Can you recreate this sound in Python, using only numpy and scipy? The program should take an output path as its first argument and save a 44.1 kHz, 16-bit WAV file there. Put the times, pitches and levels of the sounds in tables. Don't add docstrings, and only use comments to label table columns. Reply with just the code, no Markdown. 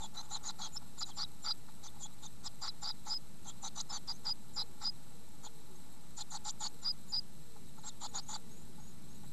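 import sys
import numpy as np
from scipy import signal
from scipy.fft import rfft, irfft
from scipy.io import wavfile

SR = 44100
rng = np.random.default_rng(int(sys.argv[2]) if len(sys.argv) > 2 else 0)


def amplitude_ratio(level_db):
    exponent = np.asarray(level_db, float) / 20
    return 10 ** exponent


def dump_mix(stems):
    frames = np.atleast_2d(stems).T
    limited = np.clip(frames, -1, 1)
    pcm = np.round(limited * 32767).astype(np.int16)
    wavfile.write(sys.argv[1], SR, pcm)


N = 411012
TIME = np.arange(N) / SR
HZ = np.fft.rfftfreq(N, 1 / SR)

# start_s, length_s, box_boom_db, middle_throat_db, high_throat_db
RASP_CALLS = [(0.0, 0.063, -58.5, -65.5, -56), (0.148, 0.064, -55, -62, -60.5),
              (0.224, 0.038, -65.5, -78, -65), (0.31, 0.061, -52, -59, -50), (.441, 0.067, -52, -53.5, -54),
              (0.589, 0.086, -53.5, -55, -55.5), (.758, 0.013, -57.5, -63, -65),
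              (.976, 0.0097, -60, -61, -72), (1.01, .02, -50.5, -45.5, -52), (1.062, 0.043, -60, -62, -56),
              (1.172, 0.063, -51.5, -49.5, -60), (1.443, 0.07, -51, -52.5, -65),
              (1.834, 0.039, -60.5, -58.5, -58.5), (2.008, 0.022, -61.5, -62, -54),
              (2.051, 0.012, -60, -70, -55), (2.23, 0.03, -58.5, -61, -54),
              (2.441, 0.036, -56.5, -56, -56.5), (2.62, .066, -50.5, -52, -58),
              (2.825, 0.083, -51.5, -55, -61.5), (3.063, 0.079, -53.5, -56, -57),
              (3.452, 0.055, -57.5, -66, -58), (3.632, 0.051, -53, -58.5, -51.5),
              (3.762, .052, -52, -56, -51.5), (3.898, 0.08, -51, -59, -56.5),
              (4.079, .044, -54, -55, -59.5), (4.251, 0.056, -52, -55, -58.5),
              (4.565, 0.0573, -53, -56, -67), (4.813, 0.067, -54, -54, -60),
              (5.437, 0.037, -56.5, -66, -56), (6.176, 0.044, -54.5, -52, -49),
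              (6.315, 0.056, -52, -55, -48.5), (6.454, 0.045, -50, -49, -45.5),
              (6.609, 0.064, -49.5, -50.5, -47), (6.83, .058, -58, -56, -69), (7.126, 0.04, -56, -58, -66),
              (7.838, 0.052, -56.5, -61.5, -63), (8.013, .052, -51.5, -56, -49),
              (8.141, 0.056, -51, -55, -53.5), (8.289, 0.076, -52.5, -57, -52.5)]
# centre_hz, width_hz, relative_db
BOX_MODES = [(848.7, 79, 6), (887, 292, -6.5)]
UPPER_BOX_MODES = [(1127, 114, -2.5), (1349, 133, -1), (1845, 770, -14.5)]

HIGH_SIDE_HZ = 6850


def unit(x):
    return x / np.sqrt(np.mean(np.abs(x) ** 2))


def noise(gain):
    return unit(irfft(rfft(rng.standard_normal(N)) * gain, N))


def colour(points):
    hz, db = np.transpose(points)
    return amplitude_ratio(np.interp(np.log(HZ + 1), np.log(hz), db))


def resonances(modes):
    power = sum(amplitude_ratio(db) ** 2 / (1 + ((HZ - hz) / width) ** 2) ** 3 for hz, width, db in modes)
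    return np.sqrt(power)


def wobble(rate_hz):
    return noise(np.exp(-(HZ / rate_hz) ** 2))


def gate(t, start, end, rise, fall):
    opening = np.clip((t - start) / rise + 0.5, 0, 1)
    closing = np.clip((end - t) / fall + 0.5, 0, 1)
    return opening * closing


def electronics():
    # frequency_hz, relative_db
    hiss_colour = [(200, 12.5), (700, 5.5), (1500, 0.5), (3000, -1), (6000, 0), (9000, -1), (13000, -5.5)]
    # centre_hz, width_hz, relative_db
    whine_humps = [(4010, 440, -0.5), (7880, 600, 1), (11500, 1100, -5.5)]
    # frequency_hz, level_db before wavering
    hum_partials = [(50, -70), (150, -70.5), (200, -74), (250, -76), (300, -78.5), (350, -81), (400, -87),
                    (450, -84.5)]
    hiss_db, whine_db = -63, -67.5

    hiss = noise(colour(hiss_colour) * (HZ > 150))
    humps = sum(amplitude_ratio(db) * np.exp(-((HZ - hz) / width) ** 2) for hz, width, db in whine_humps)
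    tick = 1 + 0.5 * np.exp(-(TIME * 100 % 1) / 0.057)
    grain = amplitude_ratio(2.5 * wobble(250.0) + 1.2 * wobble(35.0))
    whine = tick * grain * noise(humps)
    hum = np.zeros(N)
    for hz, db in hum_partials:
        level = amplitude_ratio(db + 1.5 * wobble(6.0))
        hum += level * np.sqrt(2) * np.sin(2 * np.pi * hz * TIME + hz)
    return amplitude_ratio(hiss_db) * hiss + amplitude_ratio(whine_db) * whine + hum


def outdoors():
    # time_s, level_db (air before its wavering)
    rumble_levels = [(0.0, -60.5), (2.9, -61.5), (3.87, -59), (5.94, -62), (9.32, -56)]
    throb_levels = [(0.0, -65.5), (8.75, -73), (9.32, -74)]
    air_levels = [(0.0, -72), (0.36, -62.5), (0.75, -69.5), (3.06, -71.5), (6.88, -69.5), (7.58, -77.5),
                  (8.12, -70.5), (9.32, -73.5)]
    # frequency_hz, relative_db
    rumble_colour = [(15, -23), (25, -13), (33, -14), (59, -4), (81, -14.5), (130, -4.5), (205, -2),
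                     (325, -18.5), (354, -16), (700, -36), (910, -58), (1540, -120)]

    rumble = amplitude_ratio(np.interp(TIME, *np.transpose(rumble_levels))) * noise(colour(rumble_colour))
    throb = amplitude_ratio(np.interp(TIME, *np.transpose(throb_levels))) * noise(resonances([(82.6, 24, 0)]))
    air_db = np.interp(TIME, *np.transpose(air_levels)) + 1.0 * wobble(5.9)
    air = amplitude_ratio(air_db) * noise(resonances(BOX_MODES + UPPER_BOX_MODES))
    return rumble + throb + air


def side_flutter():
    # frequency_hz, relative_db
    flutter_colour = [(12, -39), (20, 3), (32, -11.5), (69, -13.5), (199, -15.5), (256, -34.5), (350, -61),
                      (460, -91), (770, -120)]
    return amplitude_ratio(-71) * noise(colour(flutter_colour))


def warble(modes, rate_hz, share):
    hz = np.transpose(modes)[0]
    pitch = np.median(hz) + 380 * wobble(rate_hz) + 200 * wobble(6 * rate_hz)
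    tone = np.sqrt(2) * np.sin(2 * np.pi * np.cumsum(pitch) / SR)
    breath = noise(np.abs(HZ - hz.mean()) < np.ptp(hz) + 500)
    mix = share * tone + np.sqrt(1 - share ** 2) * breath
    return unit(irfft(rfft(mix) * resonances(modes), N))


def rasps():
    # centre_hz, width_hz, relative_db
    low_throat = [(3210, 1800, -7), (3787, 520, 5.5), (4050, 140, 4.5)]
    mid_throat = [(4500, 1300, -3), (4900, 63, -8)]
    high_throat = [(6150, 230, -3), (6600, 160, -5), (7050, 230, 0), (7600, 300, -5), (8700, 450, -12)]
    shoulder = [(5640, 250, 0)]
    # start_s, box_boom_db before balance and flutter
    half_voiced = [(.816, -61), (1.681, -58.5), (1.96, -61), (7.56, -63), (7.776, -59.5), (8.788, -62.5),
                   (9.235, -62.5)]
    # lead_s, lag_s, swell_db
    part_shapes = [(.001, 0.0033, -1), (.001, 0.00069, 0), (.003, 0.0073, 5.5), (.003, .006, 5.5),
                   (.008, 0.0011, 3), (.003, .002, 0)]
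    low_throat_db = -2.5
    puff_s, puff_throat_db = 0.016, -17.5
    shoulder_tilt, shoulder_open_db = 0.22, 7

    parts = [noise(resonances(BOX_MODES)), noise(resonances(UPPER_BOX_MODES))]
    parts += [warble(modes, rate_hz=55.0, share=0.65) for modes in (low_throat, mid_throat, high_throat)]
    parts.append(noise(resonances(shoulder)))

    calls = [(s, length, db, db + low_throat_db, mid, high) for s, length, db, mid, high in RASP_CALLS]
    calls += [(s, puff_s, db) + (db + puff_throat_db,) * 3 for s, db in half_voiced]
    levels = np.zeros((len(parts), N))
    for s, length, box_db, low_db, mid_db, high_db in calls:
        cut = slice(max(int((s - 0.03) * SR), 0), int((s + length + 0.03) * SR))
        t = TIME[cut]
        tilt_db = 0.19 * np.clip(mid_db - high_db, -12, 12)
        shoulder_db = mid_db + shoulder_tilt * min(mid_db - high_db - shoulder_open_db, 0)
        part_dbs = (box_db - 0.5 - tilt_db, box_db - 3.5 + tilt_db, low_db, mid_db, high_db, shoulder_db)
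        for level, db, (lead, lag, swell_db) in zip(levels, part_dbs, part_shapes):
            swell = amplitude_ratio(db + swell_db * ((t - s) / length - 0.5))
            level[cut] += swell * gate(t, s - lead, s + length + lag, 0.014, 0.007)

    voice = sum(level * amplitude_ratio(2.2 * wobble(60.0)) * part for level, part in zip(levels, parts))
    uneven_puffs = amplitude_ratio(0.29 * wobble(110.0))
    return uneven_puffs * voice


def strands():
    # start_s, length_s, pitch_hz, level_db
    strand_notes = [(0.018, 0.02, 3600, -52), (0.041, 0.025, 3380, -52.5), (.025, 0.029, 7140, -51),
                    (0.169, 0.036, 4010, -46), (0.174, 0.042, 6150, -50), (0.314, 0.032, 4050, -53),
                    (.32, 0.028, 7080, -47), (0.454, 0.027, 6860, -44), (0.475, 0.022, 6370, -45.5),
                    (0.613, .034, 4150, -47), (.617, 0.036, 6500, -49), (.618, 0.047, 3350, -52),
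                    (0.731, 0.035, 7100, -50), (0.764, 0.016, 5340, -37.5), (0.988, 0.022, 7100, -42.5),
                    (1.011, 0.024, 4910, -41), (1.161, 0.029, 7240, -50.5), (1.43, .037, 7200, -48.5),
                    (1.84, 0.041, 6220, -55), (2.023, 0.029, 7060, -46.5), (2.03, 0.017, 6360, -49),
                    (2.031, .024, 3350, -54.5), (2.228, .038, 3670, -58), (2.254, 0.015, 6230, -50.5),
                    (2.447, .023, 7600, -51.5), (2.62, .028, 7300, -49.5), (2.822, .023, 7180, -49.5),
                    (3.075, 0.015, 6240, -49), (3.082, 0.026, 7140, -47.5), (3.466, .032, 6300, -54.5),
                    (3.479, 0.024, 7300, -48.5), (3.48, 0.021, 3296, -57.5), (3.639, 0.038, 6140, -47.5),
                    (3.642, 0.033, 3870, -48.5), (3.775, 0.0284, 6040, -47), (3.77, .026, 6970, -51),
                    (3.782, .022, 3980, -48.5), (3.9, 0.018, 5180, -45.5), (3.919, 0.037, 7080, -48.5),
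                    (3.923, 0.031, 4500, -50), (3.926, 0.047, 6190, -48.5), (4.131, 0.036, 6270, -59.5),
                    (4.54, 0.039, 7150, -52.5), (4.59, 0.042, 3980, -43.5), (4.822, 0.026, 7220, -53.5),
                    (4.827, 0.028, 3680, -56), (5.442, .024, 7030, -53), (5.447, 0.015, 4400, -54),
                    (6.348, 0.019, 4350, -45), (6.617, 0.032, 6930, -42.5), (6.637, 0.024, 4440, -44.5),
                    (6.825, 0.021, 7100, -51.5), (7.089, 0.034, 7070, -53.5), (7.855, .032, 7470, -46.5),
                    (7.858, 0.033, 3630, -62), (7.865, 0.029, 6600, -52), (8.026, .017, 6990, -55),
                    (8.034, .03, 4180, -47.5), (8.151, 0.028, 6750, -42.5), (8.178, 0.021, 4660, -42.5),
                    (8.294, .043, 6900, -47.5), (8.33, 0.031, 3530, -52.5)]
    lift_share, high_sag, drift_share = 0.011, 0.0038, 0.0084
    hoarse_spread = 0.21
    out = []
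    for s, length, hz, db in strand_notes:
        drift, rough = rng.standard_normal(2)
        lift = -high_sag if hz > HIGH_SIDE_HZ else lift_share
        bend = lift + drift_share * drift
        hoarse = max(hoarseness(hz) + hoarse_spread * rough, 0)
        out.append((s, length, hz * (1 - bend), hz * (1 + bend), db, hoarse))
    return out


def hoarseness(hz):
    if hz < 3420:
        return 0.15
    return 0.52 if hz > HIGH_SIDE_HZ else 0.85


def falls():
    # start_s, start_hz, level_db
    fall_notes = [(.343, 4150, -39.5), (0.348, 3500, -52), (.485, 4130, -40), (.646, 6500, -46.5),
                  (0.647, 4260, -47), (.666, 3400, -55), (1.029, 4100, -41.5), (1.11, 3430, -57),
                  (1.237, 4000, -44), (1.507, 4150, -39), (1.876, 3750, -54), (2.056, 3600, -57),
                  (2.251, 7250, -56), (2.262, 3850, -54), (2.466, 5100, -45.5), (2.69, 4100, -45.5),
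                  (2.907, 4030, -45.5), (3.503, 3550, -58), (3.96, 4520, -45), (3.968, 3500, -58),
                  (5.464, 3600, -55), (6.208, 4300, -51), (7.883, 7450, -48.5), (7.891, 3900, -55),
                  (8.342, 4720, -41)]
    length, hoarse = 0.015, 0.45
    out = []
    for s, hz, db in fall_notes:
        drop = 0.075 if hz < 3950 else 0.047
        out.append((s, length, hz, hz * (1 - drop), db, hoarse))
    return out


def flicks():
    # start_s, length_s, start_hz, end_hz, level_db
    flick_notes = [(1.176, 0.029, 5150, 4300, -44.5), (1.209, 0.01, 4330, 4800, -40),
                   (1.217, 0.023, 4740, 4980, -36), (1.448, .014, 5210, 4750, -47),
                   (1.461, 0.021, 4700, 4550, -41), (1.479, 0.048, 4900, 4800, -37.5),
                   (2.462, 0.014, 5000, 5700, -40.5), (2.647, 0.02, 4700, 4400, -50),
                   (2.675, .012, 4500, 5100, -40.5), (2.689, 0.0094, 5120, 4740, -43),
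                   (3.673, 0.0099, 4050, 4500, -48), (3.8, .015, 3840, 6660, -39.5),
                   (3.802, 0.014, 5700, 7530, -45), (6.491, 0.015, 4200, 5750, -40.5),
                   (6.499, 0.012, 5940, 7520, -41.5), (6.665, 0.01034, 4300, 4860, -40.5),
                   (6.673, 0.014, 6250, 7000, -52), (8.182, 0.019, 4000, 5420, -47)]
    return [row + (0.6,) for row in flick_notes]


def peep(s, length, hz, db, hoarse):
    entry_s, entry_hz, entry_db, entry_hoarse = 0.011, 350, -6.5, 0.76
    climb_hz, clear_hoarse = 145, 0.22
    droop_s, droop_hz, droop_db = 0.007, 130, -0.5
    rasp_end = max(start + lasts for start, lasts, *_ in RASP_CALLS if start < s + length)
    climb, droop = s + entry_s, s + length - droop_s
    hold = np.clip(rasp_end, climb + 0.005, droop - 0.002)
    top = hz + climb_hz
    return [(s, entry_s, hz + entry_hz, hz, db + entry_db, entry_hoarse),
            (climb, hold - climb, hz, top, db, hoarse),
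            (hold, droop - hold, top, top, db, clear_hoarse),
            (droop, droop_s, top, top - droop_hz, db + droop_db, clear_hoarse)]


def strokes():
    # start_s, length_s, pitch_hz, level_db, hoarseness of the climb (scaled in whistles)
    peep_notes = [(2.617, 0.0392, 4760, -44, 1.04), (2.83, 0.085, 4750, -40.5, 1.04),
                  (3.094, 0.083, 4906, -39, 0.99), (4.077, 0.043, 4800, -37, 0.74),
                  (4.255, 0.073, 4795, -36, 0.5), (4.562, 0.06, 4815, -38, 1.07),
                  (4.839, 0.062, 4850, -36.5, 0.42), (6.847, 0.07, 4794, -34.5, 0.42),
                  (7.123, 0.074, 4810, -34.5, .5)]
    peeps = [stroke for row in peep_notes for stroke in peep(*row)]
    return sorted(peeps + strands() + falls() + flicks())


def phrases():
    chains = []
    for note in strokes():
        for chain in chains:
            s, length, _, end_hz, *_ = chain[-1]
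            if abs(s + length - note[0]) < 0.007 and abs(end_hz - note[2]) < 350:
                chain.append(note)
                break
        else:
            chains.append([note])
    return chains


def whistles():
    flutter = unit(wobble(250.0) + 1j * wobble(520.0))
    zigzag = wobble(120.0)
    out = np.zeros(N)
    for k, chain in enumerate(phrases()):
        s, length, hz0, hz1, db, hoarse = np.transpose(chain)
        start, end = s[0], s[-1] + length[-1]
        cut = slice(max(int((start - 0.01) * SR), 0), int((end + 0.01) * SR))
        t = TIME[cut]
        knots = np.sort(np.ravel([s + 0.1 * length, s + 0.9 * length], "F"))
        share = np.clip(0.71 * np.interp(t, knots, np.repeat(hoarse, 2)), 0, 1)
        glide = np.interp(t, knots, np.ravel([hz0, hz1], "F"))
        hz = glide + 90 * share * np.roll(zigzag, 4000 * k)[cut]
        shake = np.sqrt(1 - share ** 2) + share * np.roll(flutter, 4000 * k)[cut]
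        tone = np.sqrt(2) * np.real(shake * np.exp(2j * np.pi * np.cumsum(hz) / SR))
        rise = 0.026 if hz0[0] > HIGH_SIDE_HZ else 0.006
        level = amplitude_ratio(np.interp(t, knots, np.repeat(db, 2)))
        out[cut] += level * gate(t, start, end, rise, 0.004) * tone
    return out


def nestlings():
    # centre_hz, width_hz, depth_db
    box_dips = [(5560, 200, -10), (2650, 300, -5)]
    dips_db = sum(db * np.exp(-((HZ - hz) / width) ** 2) for hz, width, db in box_dips)
    return irfft(rfft(rasps() + whistles()) * amplitude_ratio(dips_db), N)


def glides(table, waver_hz, depth_hz, flicker_db, edge):
    out = np.zeros(N)
    flicker = amplitude_ratio(flicker_db * wobble(waver_hz))
    for s, length, hz0, hz1, db in table:
        along = np.clip((TIME - s) / length, 0, 1)
        waver = depth_hz * along * np.sin(2 * np.pi * waver_hz * (TIME - s))
        hz = hz0 + (hz1 - hz0) * along + waver
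        tone = np.sqrt(2) * np.sin(2 * np.pi * np.cumsum(hz) / SR)
        out += amplitude_ratio(db) * gate(TIME, s, s + length, edge, edge) * tone
    return out * flicker


def pigeon():
    # start_s, length_s, start_hz, end_hz (before waver), level_db (before flicker)
    coos = [(4.17, 0.11, 450, 501, -72), (4.55, 0.12, 490, 457.4, -68.5), (4.68, 0.052, 390, 362, -67),
            (5.13, 0.14, 480, 454, -69.5), (5.4, 0.26, 465, 432, -69.5), (5.68, 0.086, 390, 360, -66),
            (6.72, 0.061, 445, 480, -67), (7.45, 0.14, 480, 434, -67.5), (7.6, 0.09, 400, 348, -68.5),
            (8.06, 0.14, 480, 440, -66.5), (8.38, .22, 455, 446, -69.5), (8.66, 0.089, 410, 348, -68.5)]
    return glides(coos, waver_hz=9.0, depth_hz=4.0, flicker_db=1.0, edge=0.06)


def twitter():
    # start_s, length_s, start_hz, end_hz (before waver), level_db (before flicker)
    chirps = [(5.745, .025, 6500, 6600, -75), (7.785, 0.022, 6950, 6560, -67),
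              (8.07, 0.0333, 7150, 6690, -62), (8.228, 0.046, 6300, 6850, -64),
              (8.505, 0.14, 6480, 7300, -65.5), (8.805, 0.11, 6600, 6900, -65.5),
              (9.095, 0.092, 6360, 7100, -68)]
    return glides(chirps, waver_hz=42.0, depth_hz=300.0, flicker_db=5.0, edge=0.012)


def scene():
    mid = electronics() + outdoors() + nestlings() + pigeon() + twitter()
    side = side_flutter()
    return np.array([mid + side, mid - side])


def roll_off(x):
    return signal.sosfilt(signal.butter(12, 13360, fs=SR, output="sos"), x)


def record(dry):
    dc_offset = [.01575, .0132]
    cut = irfft(rfft(dry) * (HZ < 12850), N)
    mix = cut + np.array(dc_offset)[:, None]
    return roll_off(mix)


dry = scene()
out = record(dry)
dump_mix(out)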